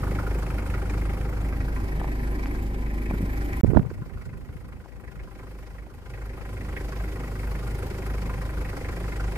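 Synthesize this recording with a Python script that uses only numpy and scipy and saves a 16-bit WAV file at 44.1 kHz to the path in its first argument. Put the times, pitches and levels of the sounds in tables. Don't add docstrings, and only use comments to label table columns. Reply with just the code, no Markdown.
import sys
import numpy as np
from scipy import signal
from scipy.fft import rfft, irfft
from scipy.io import wavfile
from scipy.ndimage import uniform_filter1d

SR = 44100
rng = np.random.default_rng(int(sys.argv[2]) if len(sys.argv) > 2 else 0)


def makeup_ratio(level_db):
    decades = np.asarray(level_db, float) / 20
    return 10 ** decades


def transcribe(signal):
    frames = np.atleast_2d(signal).T
    limited = np.clip(frames, -1, 1)
    pcm = np.round(limited * 32767).astype(np.int16)
    wavfile.write(sys.argv[1], SR, pcm)


N = 413216
FIRING_HZ = 25.47
FIRST_FIRING_S = (.0325, 3.6237)
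GAP_S = (3.6106, 3.6326)


def firings(t):
    before = t < GAP_S[1]
    return FIRING_HZ * (t - np.where(before, *FIRST_FIRING_S)) + np.where(before, 4, 200)


# multiple of the firing rate [1], level/dB at the three places
EXHAUST = [(1, -12.5, -7, -13), (2, -2, 0.5, 0.5), (3, -6.5, -13, -8), (4, -3.5, -11, -7),
           (5, -11.5, -15, -11.5), (6, -16, -16.5, -23.5), (7, -12, -17, -16), (8, -19.5, -65, -44),
           (9, -49, -14.5, -48), (10, -21.5, -13, -22.5), (12, -16.5, -41, -17.5), (13, -32, -17.5, -54),
           (14, -50, -15.5, -21.5), (15, -32, -23, -61), (19, -56, -27, -20.5), (20, -31, -22.5, -20),
           (22, -44, -28, -20.5)]


def exhaust(cycles, thump_db, rumble_db):
    out = np.zeros((2, N))
    for k, *place_db in EXHAUST:
        low = k < 3
        if low:
            base_db, waver_db, lateness = thump_db + 3.5, by_place([1.5, 1.5, 2.6]), 1
        else:
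            base_db, waver_db, lateness = rumble_db + 7.5, 3.0 if k < 18 else 1.2, .07
        gain = makeup_ratio(by_place(place_db) + base_db + waver_db * drift(5.7))
        turn = k * cycles + .11 * k * (k - 1) * lateness + .014 * np.sqrt(k) * drift(2.5)
        lag = np.outer([k * FIRING_HZ, 0], by_place(LEFT_LAG_S))
        out += gain * np.cos(2 * np.pi * (turn - lag))
    return out


# f/Hz, level/dB per Hz
RUMBLE = [(18, -47), (30, -39), (65, 5.5), (220, -7), (378, -12), (442, -12.5), (502, -5), (649, -29.5),
          (900, -17), (1170, -50), (1980, -120)]


def rumble(cycles):
    def swell(hz):
        return beat(cycles, 0.0053, 0.005, 1.0, 6.0) * makeup_ratio(2.25 * drift(1.75))
    return banded_noise(RUMBLE, swell, per_octave=2)


# f/Hz, width [Hz], level/dB at the three places
BLOCK = [(288.3, 26, -1.5, 6, -7), (375.6, 45, 0, 1.5, 1), (499.7, 21.5, -5, -9, -3),
         (580, 93, -8.5, -8, -11.5), (797.2, 36, -6.5, -3, -8), (1018, 26, -20.5, -5, -8.5),
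         (1251, 57, -8, -37, -17), (1344, 140, -10, -38, -29), (1429, 42, -7.5, -13.5, -8.5),
         (1586, 37, -12.5, -9, -12.5), (1750, 78, -48, -7.5, -26), (1918, 55, -14.5, -7.5, -9.5),
         (2040, 190, -33, -28, -29), (2196, 69, -12.5, -7.5, -15.5), (2340, 93, -12, -6.5, -17.5),
         (2531, 55, -14.5, -11, -15), (2560, 210, -16, -24, -17.5)]
# f/Hz, level/dB per Hz
CLATTER = [(350, -5), (600, 4.5), (1000, -1.5), (1110, 2.5), (1330, 1.5), (1760, -1.5), (1940, 5.5),
           (3400, -36), (4420, -52), (7480, -120)]
# f/Hz, lead [firing cycles]
KNOCK_LEAD = [(400, -.13), (600, -.11), (900, -.01), (1300, .075), (2200, .02)]
RING_DB = [-4.5, -1, -4]
TICK_SHARE = [.4, .15, .35]


def knock(cycles):
    rings, blur = 0, by_place([.65, 2.3, .75])
    for hz, width_hz, *place_db in BLOCK:
        late = cycles - rng.uniform(-.02, .04) + at_hz(KNOCK_LEAD, hz)
        blows = np.diff(np.floor(late), prepend=3) == 1
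        steady = .8 * np.exp(-(np.log(hz / 560) / .5) ** 2)
        envelope = beat(late, .0011, .007, .08 * blur, 1.5, hz)
        burst = rms_one(rng.standard_normal((3, N)) * envelope * makeup_ratio(1.2 * drift(4.0)))
        shake = (1 - steady) * burst + steady * rms_one(blows * strengths(late, 1.5))
        if hz > 900:
            sign = rng.choice([-1, 1], 400)[late.astype(int)]
            tick = blows * sign * strengths(late, 5.5) * hardness(late, hz)
            share = by_place(TICK_SHARE)
            shake = (1 - share) * shake + share * rms_one(tick)
        ringing = resonance(resonance(shake, hz, width_hz), hz, 4 * width_hz)
        stereo = rms_one(pair(ringing[0], ringing[1:], hz))
        rings = rings + makeup_ratio(by_place(place_db)) * reflection(hz) * stereo

    def rattle(hz):
        return beat(cycles + at_hz(KNOCK_LEAD, hz), .0015, .012, .36 * blur, 3.2, hz) * reflection(hz)
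    broad = banded_noise(CLATTER, rattle, per_octave=4)
    return (makeup_ratio(by_place(RING_DB)) * rings + makeup_ratio(-0.5) * broad) * makeup_ratio(0.78 * drift(4.9))


CYLINDER_DB = [-0.9, -1.15, -0.59, -0.4]


def strengths(cycles, uneven_db):
    chance = np.clip(rng.standard_normal(400), -1.8, 1.8)
    return makeup_ratio(np.tile(CYLINDER_DB, 100) + uneven_db * chance)[cycles.astype(int)]


# lower block level/dB, upper block level/dB
CYLINDER_COLOUR = [
    [(0.5, 0), (-.8, -2), (-2, -4.7), (-0.5, 0)],
    [(0.5, 3), (-1, 1.5), (1.3, 1.5), (0.7, 0.5)],
]
# t/s, lower block level/dB, upper block level/dB
HARD_FIRINGS = [(0.032, 3, -0.5), (0.072, 1, -7), (0.19, 5.5, 0), (0.268, 2.5, -2), (0.386, -2, 0),
                (0.425, 3, -5.5), (0.504, 3.5, 1.5), (0.582, 3.5, 5), (0.7, -4.0, 2), (0.739, 3.5, 3.5),
                (0.896, 0, 3.5), (1.014, -2, 2), (1.053, 0.0, -1), (1.132, -0.5, 0.5), (1.25, 0.0, -0.5),
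                (1.367, 0, -2), (1.407, -6, -2.5), (1.446, 0, 2.0), (1.485, -9, 1.0), (1.524, 2.5, 3),
                (1.603, 2, 5.5), (1.681, 4.5, -5), (1.76, 4, 3), (1.878, -8, -1), (1.996, 2.5, -0.5),
                (2.035, -6, -3), (2.074, -11, -1), (2.113, -5.0, 1.5), (2.231, 2, 2.5), (2.27, 2.5, -1.5),
                (2.31, -2, -4.5), (2.427, 4, 2.5), (2.545, 4, -2), (2.585, 1, 2.0), (2.624, -6, -5.5),
                (2.663, -2.5, -6.0), (2.702, -1, -5.5), (2.859, 0, 2.0), (2.899, -6, 2.5), (3.056, -5, 3.5),
                (3.095, 3, 4.0), (3.134, 4.0, 0), (3.409, 5, 0), (3.448, 0.5, -5), (3.527, 1.0, 3.5)]
# t/s, lower block level/dB, upper block level/dB
LATER_HARD_FIRINGS = [(3.899, 4, 3.5), (3.938, 0, 3.5), (4.016, 4.5, -4.0), (4.134, -1, 2.5), (4.173, 3, 0),
                      (4.213, 2.0, 3), (4.252, 2, 0), (4.291, 0, 2), (4.33, 5.5, 3.5), (4.487, 1.5, 1),
                      (4.684, 4, 0.0), (4.723, 5.5, 3.5), (4.841, 2, -4.0), (4.88, 0, 2.5),
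                      (5.037, -0.5, 4), (5.076, 1, 5.5), (5.194, 1, 6.5), (5.273, 3.5, -8),
                      (5.39, 1.5, 2.5), (5.43, 2.5, -5.5), (5.665, 0, 1.0), (5.744, 3.5, -2),
                      (5.783, 1, 5.5), (5.901, 2, -6.0), (6.019, 0, -5.5), (6.136, -2, 4.5),
                      (6.215, 2.5, 1.5), (6.294, -3, 3), (6.411, 1.5, 1), (6.529, 1, -1), (6.568, 0.0, 3.0),
                      (6.608, 0, 3.5), (6.765, 0.5, 7.5), (6.843, -2.5, -2), (6.922, 3, 3), (7.314, 0, -2),
                      (7.354, 3, -2), (7.432, 2.5, 1.5), (7.628, 0.5, -4.5), (7.668, 4, 3), (7.707, -3, 2),
                      (7.785, -1.5, -2.5), (7.864, -4, -1), (7.982, 1.5, -1.0), (8.021, 0, 2),
                      (8.06, 3.5, 3.0), (8.139, 2, 0), (8.178, -1, 2.5), (8.296, 2.5, 2), (8.335, 2.5, 4),
                      (8.374, -2, 1), (8.414, 4, 3), (8.571, 3, -3.0), (8.649, -2, 4.5), (8.688, -1, 2.5),
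                      (8.728, 1, -6), (8.806, -4, 0.0), (8.846, 0, 5.5), (8.885, 3.5, 2), (9.199, 4, 2)]


def hardness(cycles, hz):
    upper, count = int(hz > 1700), np.arange(400)
    extra_db = np.array(CYLINDER_COLOUR)[(count >= 200) * 1, count % 4, upper]
    s, *hard_db = np.vstack([HARD_FIRINGS, LATER_HARD_FIRINGS]).T
    extra_db[np.round(firings(s)).astype(int)] = 1.84 * hard_db[upper]
    return makeup_ratio(extra_db)[cycles.astype(int)]


def beat(cycles, rise_s, fall_s, between, uneven_db, hz=0):
    since = cycles % 1 / FIRING_HZ
    hard = hardness(cycles, hz) if hz > 900 else 1
    pulse = (1 - np.exp(-since / rise_s)) ** 2 * np.exp(-since / fall_s)
    return between + hard * strengths(cycles, uneven_db) * pulse


# t/s, favoured f/Hz
REFLECTION = [
    (0.0, 1510),
    (0.63, 1490),
    (0.8, 1780),
    (1.23, 1520),
    (2.19, 1970),
    (2.33, 1640),
    (2.44, 2000),
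    (3.54, 1940),
    (3.6, 2150),
]


def reflection(hz):
    s, favoured_hz = np.transpose(REFLECTION)
    t = np.arange(0, N, 256) / SR
    octaves_off = np.log2(hz / np.interp(t, s, favoured_hz))
    lift = np.exp(-(octaves_off / 0.16) ** 2)
    lift_db = by_place([0.5, 4.5, -0.3])[::256] * lift
    return np.interp(np.arange(N) / SR, t, makeup_ratio(lift_db))


# f/Hz, level/dB per Hz
RUB_COLOUR = [(24, -50), (40, 13), (247, -2.5), (395, -18), (446, -19), (923, -28), (1090, -43),
              (1500, -29), (1950, -65), (3300, -120)]


def rubbing():
    t, let_go_s = np.arange(N) / SR, 0.1
    since = t - 3.8
    rub_db = -30 - 5 * np.clip(since / let_go_s, 0, 1) - 6.5 * np.clip(since, 0, None)
    pan_db = np.interp(since / let_go_s, [0, .3, .7, 1.3], [-17, 8, 8, -2])
    colour = makeup_ratio(at_hz(RUB_COLOUR, np.linspace(1, SR / 2, N // 2 + 1)))
    spectrum = rfft(rng.standard_normal((2, N))) * colour
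    lumps = makeup_ratio(4 * np.tanh([drift(30.0), drift(30.0)]))
    out = rms_one(irfft(spectrum, N) * lumps) * makeup_ratio(rub_db + np.outer([.5, -.5], pan_db))
    return out * np.clip((t - GAP_S[1]) / .04, 0, 1) ** 2


# t/s, peak level/dB, f/Hz, push 1 or pull -1
TAPS = [(2.016, -25, 795, -1), (2.045, -25.5, 755, -1), (2.057, -35, 800, 1), (2.079, -33, 846, 1),
        (2.087, -32, 746, 1), (2.459, -36, 850, 1), (2.459, -30, 1950, 1), (3.1115, -25.5, 770, 1),
        (3.145, -29, 420, -1), (3.1108, -23, 230, -1), (3.14, -21, 199, -1), (3.533, -38, 5500, 1),
        (3.208, -21, 214, 1), (3.23, -21, 165, 1), (3.241, -22.5, 166, 1), (3.533, -37, 2040, 1)]
# t/s, peak level/dB, f/Hz, push 1 or pull -1, length [cycles]
BLOWS = [(3.6361, -15, 170, 1, .2), (3.639, -11, 100, -1, .25), (3.6458, -11, 170, 1, .2),
         (3.646, -24, 450, 1, .3), (3.651, -23, 130, -1, .4), (3.6875, -20, 105, 1, 1.1),
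         (3.659, -24, 90, 1, .3), (3.6787, -24, 220, 1, .4), (3.682, -26, 150, -1, .3),
         (3.7035, -22, 250, 1, .3), (3.7165, -25, 250, 1, .4), (3.7225, -23, 150, -1, .4),
         (3.726, -24, 140, 1, .3), (3.7368, -24, 220, -1, .3), (3.6999, -18, 150, -1, .5),
         (3.735, -20, 400, 1, .9), (3.7485, -25, 600, 1, .6), (3.7522, -22, 300, -1, .4),
         (3.756, -23, 130, 1, .4), (3.7607, -19, 200, -1, .3), (3.7745, -14, 250, 1, .3),
         (3.768, -11, 70, 1, .35), (3.785, -20, 140, 1, .6), (3.764, -11, 200, -1, .4),
         (3.7632, -33, 1300, 1, .9), (3.7712, -26, 1500, 1, .9), (3.767, -34, 1500, 1, 1.2),
         (3.7703, -15, 500, -1, .25), (3.7724, -10, 330, -1, .25), (3.7736, -14.5, 400, -1, .25),
         (3.7769, -11.5, 200, -1, .3), (3.792, -24, 250, -1, .5), (3.7956, -30, 1100, 1, .5),
         (3.801, -24, 130, 1, .4), (3.7975, -21, 200, -1, .6), (3.812, -36, 500, 1, 1.1),
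         (3.852, -34, 450, 1, 1.3), (3.853, -40, 900, 1, .5), (3.7515, -33, 1200, 1, 1.1)]
# t/s, peak level/dB, f/Hz, left over right level/dB
SETTLING = [(3.661, -29, 230, 20), (3.794, -24.5, 240, 14), (3.801, -25, 150, 17), (3.832, -39, 545, 12),
            (3.8188, -30, 170, 23), (3.842, -36, 90, 23), (3.8653, -25.5, 115, 25), (3.905, -48, 1290, 10),
            (3.83, -45, 2200, 0), (3.915, -29.5, 365, -4), (4.023, -27, 127, 1), (4.077, -45, 300, -11),
            (4.136, -44, 200, -3), (4.165, -29.5, 69.5, 3), (4.332, -35, 110, -2), (4.499, -33, 88, -1),
            (4.56, -36, 141, 15), (4.68, -42, 90, 2), (4.86, -41, 800, 7), (5.04, -41.5, 400, 11),
            (5.17, -40, 130, 15), (5.189, -38.5, 109, 12), (5.227, -36, 60, 5), (5.869, -42, 730, -32),
            (6.41, -40, 800, 6)]


def bumps():
    out, t = np.zeros((2, N)), np.arange(-2000, 2000) / SR
    events = [(*row, 0.66, 0) for row in TAPS]
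    events += [(*row, -35) for row in BLOWS]
    events += [(s, db, hz, 1, 0.73, pan_db) for s, db, hz, pan_db in SETTLING]
    for s, peak_db, hz, push, cycles, pan_db in events:
        swing = np.cos(2 * np.pi * hz * t) * np.exp(-(hz * t / cycles) ** 2)
        turns = 2.3 * hz * t
        swing += makeup_ratio(-12) * np.cos(2 * np.pi * turns) * np.exp(-(turns / .55) ** 2)
        louder_db = 8.0 - np.clip([[-pan_db], [pan_db]], 0, None) - 6 * np.exp(-abs(pan_db) / 8)
        at = round(s * SR)
        out[:, at - 2000:at + 2000] += np.sign(push) * makeup_ratio(peak_db + louder_db) * swing
    return out


# f/Hz, level/dB per Hz
HISS = [(1650, 0.5), (2800, 3), (3870, -4), (4830, -5), (6680, -12), (8110, 8.5), (8840, -5.5),
        (10500, -4.5), (12600, -1), (14900, -8.5), (15600, -14)]
# f/Hz, width [Hz], level/dB
TINKLE = [(4820, 1630, -2), (10600, 400, -14)]
# t/s, share of the top of the hiss lost [1]
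HISS_TOP_LOSS = [(0, -0.065), (.5, .1), (3.1, -0.045), (3.3, -0.55), (3.6, -0.51), (3.64, 0.0074),
                 (6.6, 0.4), (7, 0.065), (8, .2), (9.4, 0.6)]


def hiss(cycles):
    early = cycles + .24

    def swell(hz=0):
        rise = (early % 1) ** .75
        return 1.82 + strengths(early, 5.9) * np.sin(np.pi * rise) ** 4 * makeup_ratio(2.9 * drift(30.0))
    air = banded_noise(HISS, swell)
    top = signal.sosfiltfilt(signal.butter(2, 12300, "high", fs=SR, output="sos"), air)
    air = air - in_time(HISS_TOP_LOSS)[0] * top
    parts = 0
    for hz, width_hz, db in TINKLE:
        shaken = rng.standard_normal((2, N)) * swell()
        parts = parts + makeup_ratio(db) * rms_one(resonance(shaken, hz, width_hz))
    return (air + makeup_ratio(-6.0) * rms_one(parts)) * makeup_ratio(1.17 * drift(45.0))


def banded_noise(spectrum, envelope, per_octave=3):
    low_hz, high_hz = spectrum[0][0], spectrum[-1][0]
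    edges = np.geomspace(low_hz, high_hz, int(per_octave * np.log2(high_hz / low_hz)) + 2)
    out, white = 0, rng.standard_normal((2, 3, N))
    for k, (low, high) in enumerate(zip(edges, edges[1:])):
        band = signal.sosfilt(signal.butter(2, [low, high], "band", fs=SR, output="sos"), white[k % 2])
        hz = np.sqrt(low * high)
        out = out + makeup_ratio(at_hz(spectrum, hz)) * envelope(hz) * pair(band[0], band[1:], hz)
    return rms_one(out)


def resonance(x, hz, width_hz):
    r = np.exp(-np.pi * width_hz / SR)
    feedback = [1, -2 * r * np.cos(2 * np.pi * hz / SR), r * r]
    return signal.lfilter(np.array([1, 0, -1]) * (1 - r * r) / 2, feedback, x)


# f/Hz, shared part [0-1]
LIKENESS = [(50, .98), (130, .85), (300, .78), (640, .68), (1400, .62), (3000, .42), (8000, .38)]
LEFT_LAG_S = [.00012, .00025, 0.00013]


def pair(shared, own, hz):
    alike = np.clip(at_hz(LIKENESS, hz), 0, 1)
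    late = np.interp(np.arange(N) - by_place(LEFT_LAG_S) * SR, np.arange(N), shared)
    return np.sqrt(alike) * np.array([late, shared]) + np.sqrt(1 - alike) * own


# t/s, place [0 over the bonnet, 1 beside the door, 2 a step back]
PLACE = [
    (0, 0),
    (1.2, 0),
    (2.0, 1),
    (3.61, 1),
    (3.632, 2),
    (9.4, 2),
]


def by_place(values):
    s, place = np.transpose(PLACE)
    return np.interp(np.arange(N) / SR, s, np.interp(place, range(3), values))


def drift(rate):
    r = np.exp(-80 * np.pi * rate / SR)
    slow = signal.lfilter([1], [1, -2 * r, r * r], rng.standard_normal(N // 40 + 2002))[2000:]
    return np.interp(np.arange(N) / 40, np.arange(len(slow)), rms_one(slow))


def rms_one(x):
    return x / np.sqrt(np.mean(x ** 2) + 1e-20)


def in_time(rows):
    s, *columns = np.transpose(rows)
    return [np.interp(np.arange(N) / SR, s, c) for c in columns]


def at_hz(points, hz):
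    points_hz, values = np.array(points).T
    return np.interp(np.log(hz), np.log(points_hz), values)


def automatic_gain_db():
    t = np.arange(N) / SR
    first_db, duck_db, settled_db = -6, -10.5, -0.62
    duck = first_db + (duck_db - first_db) * np.clip((t - 3.68) / 0.15, 0, 1)
    since = t - 6.023
    climb = duck + 3.5 * np.clip(since / 0.074, 0, 1) + 8 * np.clip(since, 0, None)
    return np.where(t < GAP_S[1], 0, np.minimum(climb, settled_db))


# t/s, nearness to the bonnet level/dB, openness to the tailpipe level/dB
FACING = [(0.0, 1.5, 1), (0.3, 1, -1), (1.0, 0, -1.5), (1.7, -2, -2), (2.4, -1.5, -3), (2.8, -4, -3),
          (3.3, -2, -3), (3.6, 0.5, -4), (3.64, 0.5, -4), (4.4, -1.5, -12), (5.0, -1.5, -13),
          (5.5, 1.5, -5), (6.1, -1, -8.5), (6.9, -0.5, -7.5), (7.8, 1.5, -5.5), (8.4, 0.5, -4),
          (9.4, 2.5, -5)]


def scene():
    bonnet_db, tailpipe_db = in_time(FACING)
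    rumble_db = by_place([-37, -37, -37]) + 0.46 * tailpipe_db
    knock_db = by_place([-42.5, -50, -44]) + bonnet_db
    cycles = firings(np.arange(N) / SR)
    engine = exhaust(cycles, -26.5 + tailpipe_db, rumble_db)
    engine += makeup_ratio(rumble_db + 2.5) * rumble(cycles)
    engine += makeup_ratio(knock_db + 1.5) * knock(cycles)
    engine += makeup_ratio(-55.5 + bonnet_db + 3.0) * hiss(cycles)
    return makeup_ratio(automatic_gain_db()) * engine + rubbing() + bumps()


# start t/s, length [s]
GUARD_LEFT = [
    (3.915, .025),
    (4.088, .045),
    (4.445, .032),
    (4.577, .037),
]
# start t/s, length [s]
GUARD_RIGHT = [(3.82, .08), (4.045, .016), (4.82, .115), (4.983, .048), (5.05, .018), (5.102, .046),
               (5.288, .03), (5.88, .042), (5.983, .018), (6.032, .032), (6.394, .03)]


def rumble_guard(x):
    t = np.arange(N) / SR
    on = [sum((t > s) & (t < s + length) for s, length in spells) * 1. 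for spells in (GUARD_LEFT, GUARD_RIGHT)]
    on = uniform_filter1d(on, size=round(0.0053 * SR), axis=1)
    thin = signal.sosfiltfilt(signal.butter(3, 300, "high", fs=SR, output="sos"), x)
    return x + on * (thin - x)


def roll_off(x):
    return signal.sosfilt(signal.butter(12, 15600, fs=SR, output="sos"), x)


def record(dry):
    t = np.arange(N) / SR
    gate = np.where(t < GAP_S[0], 1, np.clip((t - GAP_S[1]) / .0006, 0, 1))
    x = rumble_guard(dry) * gate
    top = np.where(t < 3.66, 9, .5)
    x = x / (1 + (np.clip(x, 0, None) / top) ** 6) ** (1 / 6)
    top_cut = signal.cheby2(20, 40, 15640, fs=SR, output="sos")
    mix = signal.sosfilt(top_cut, np.clip(x, -1, 1))
    return roll_off(mix)


dry = scene()
out = record(dry)
transcribe(out)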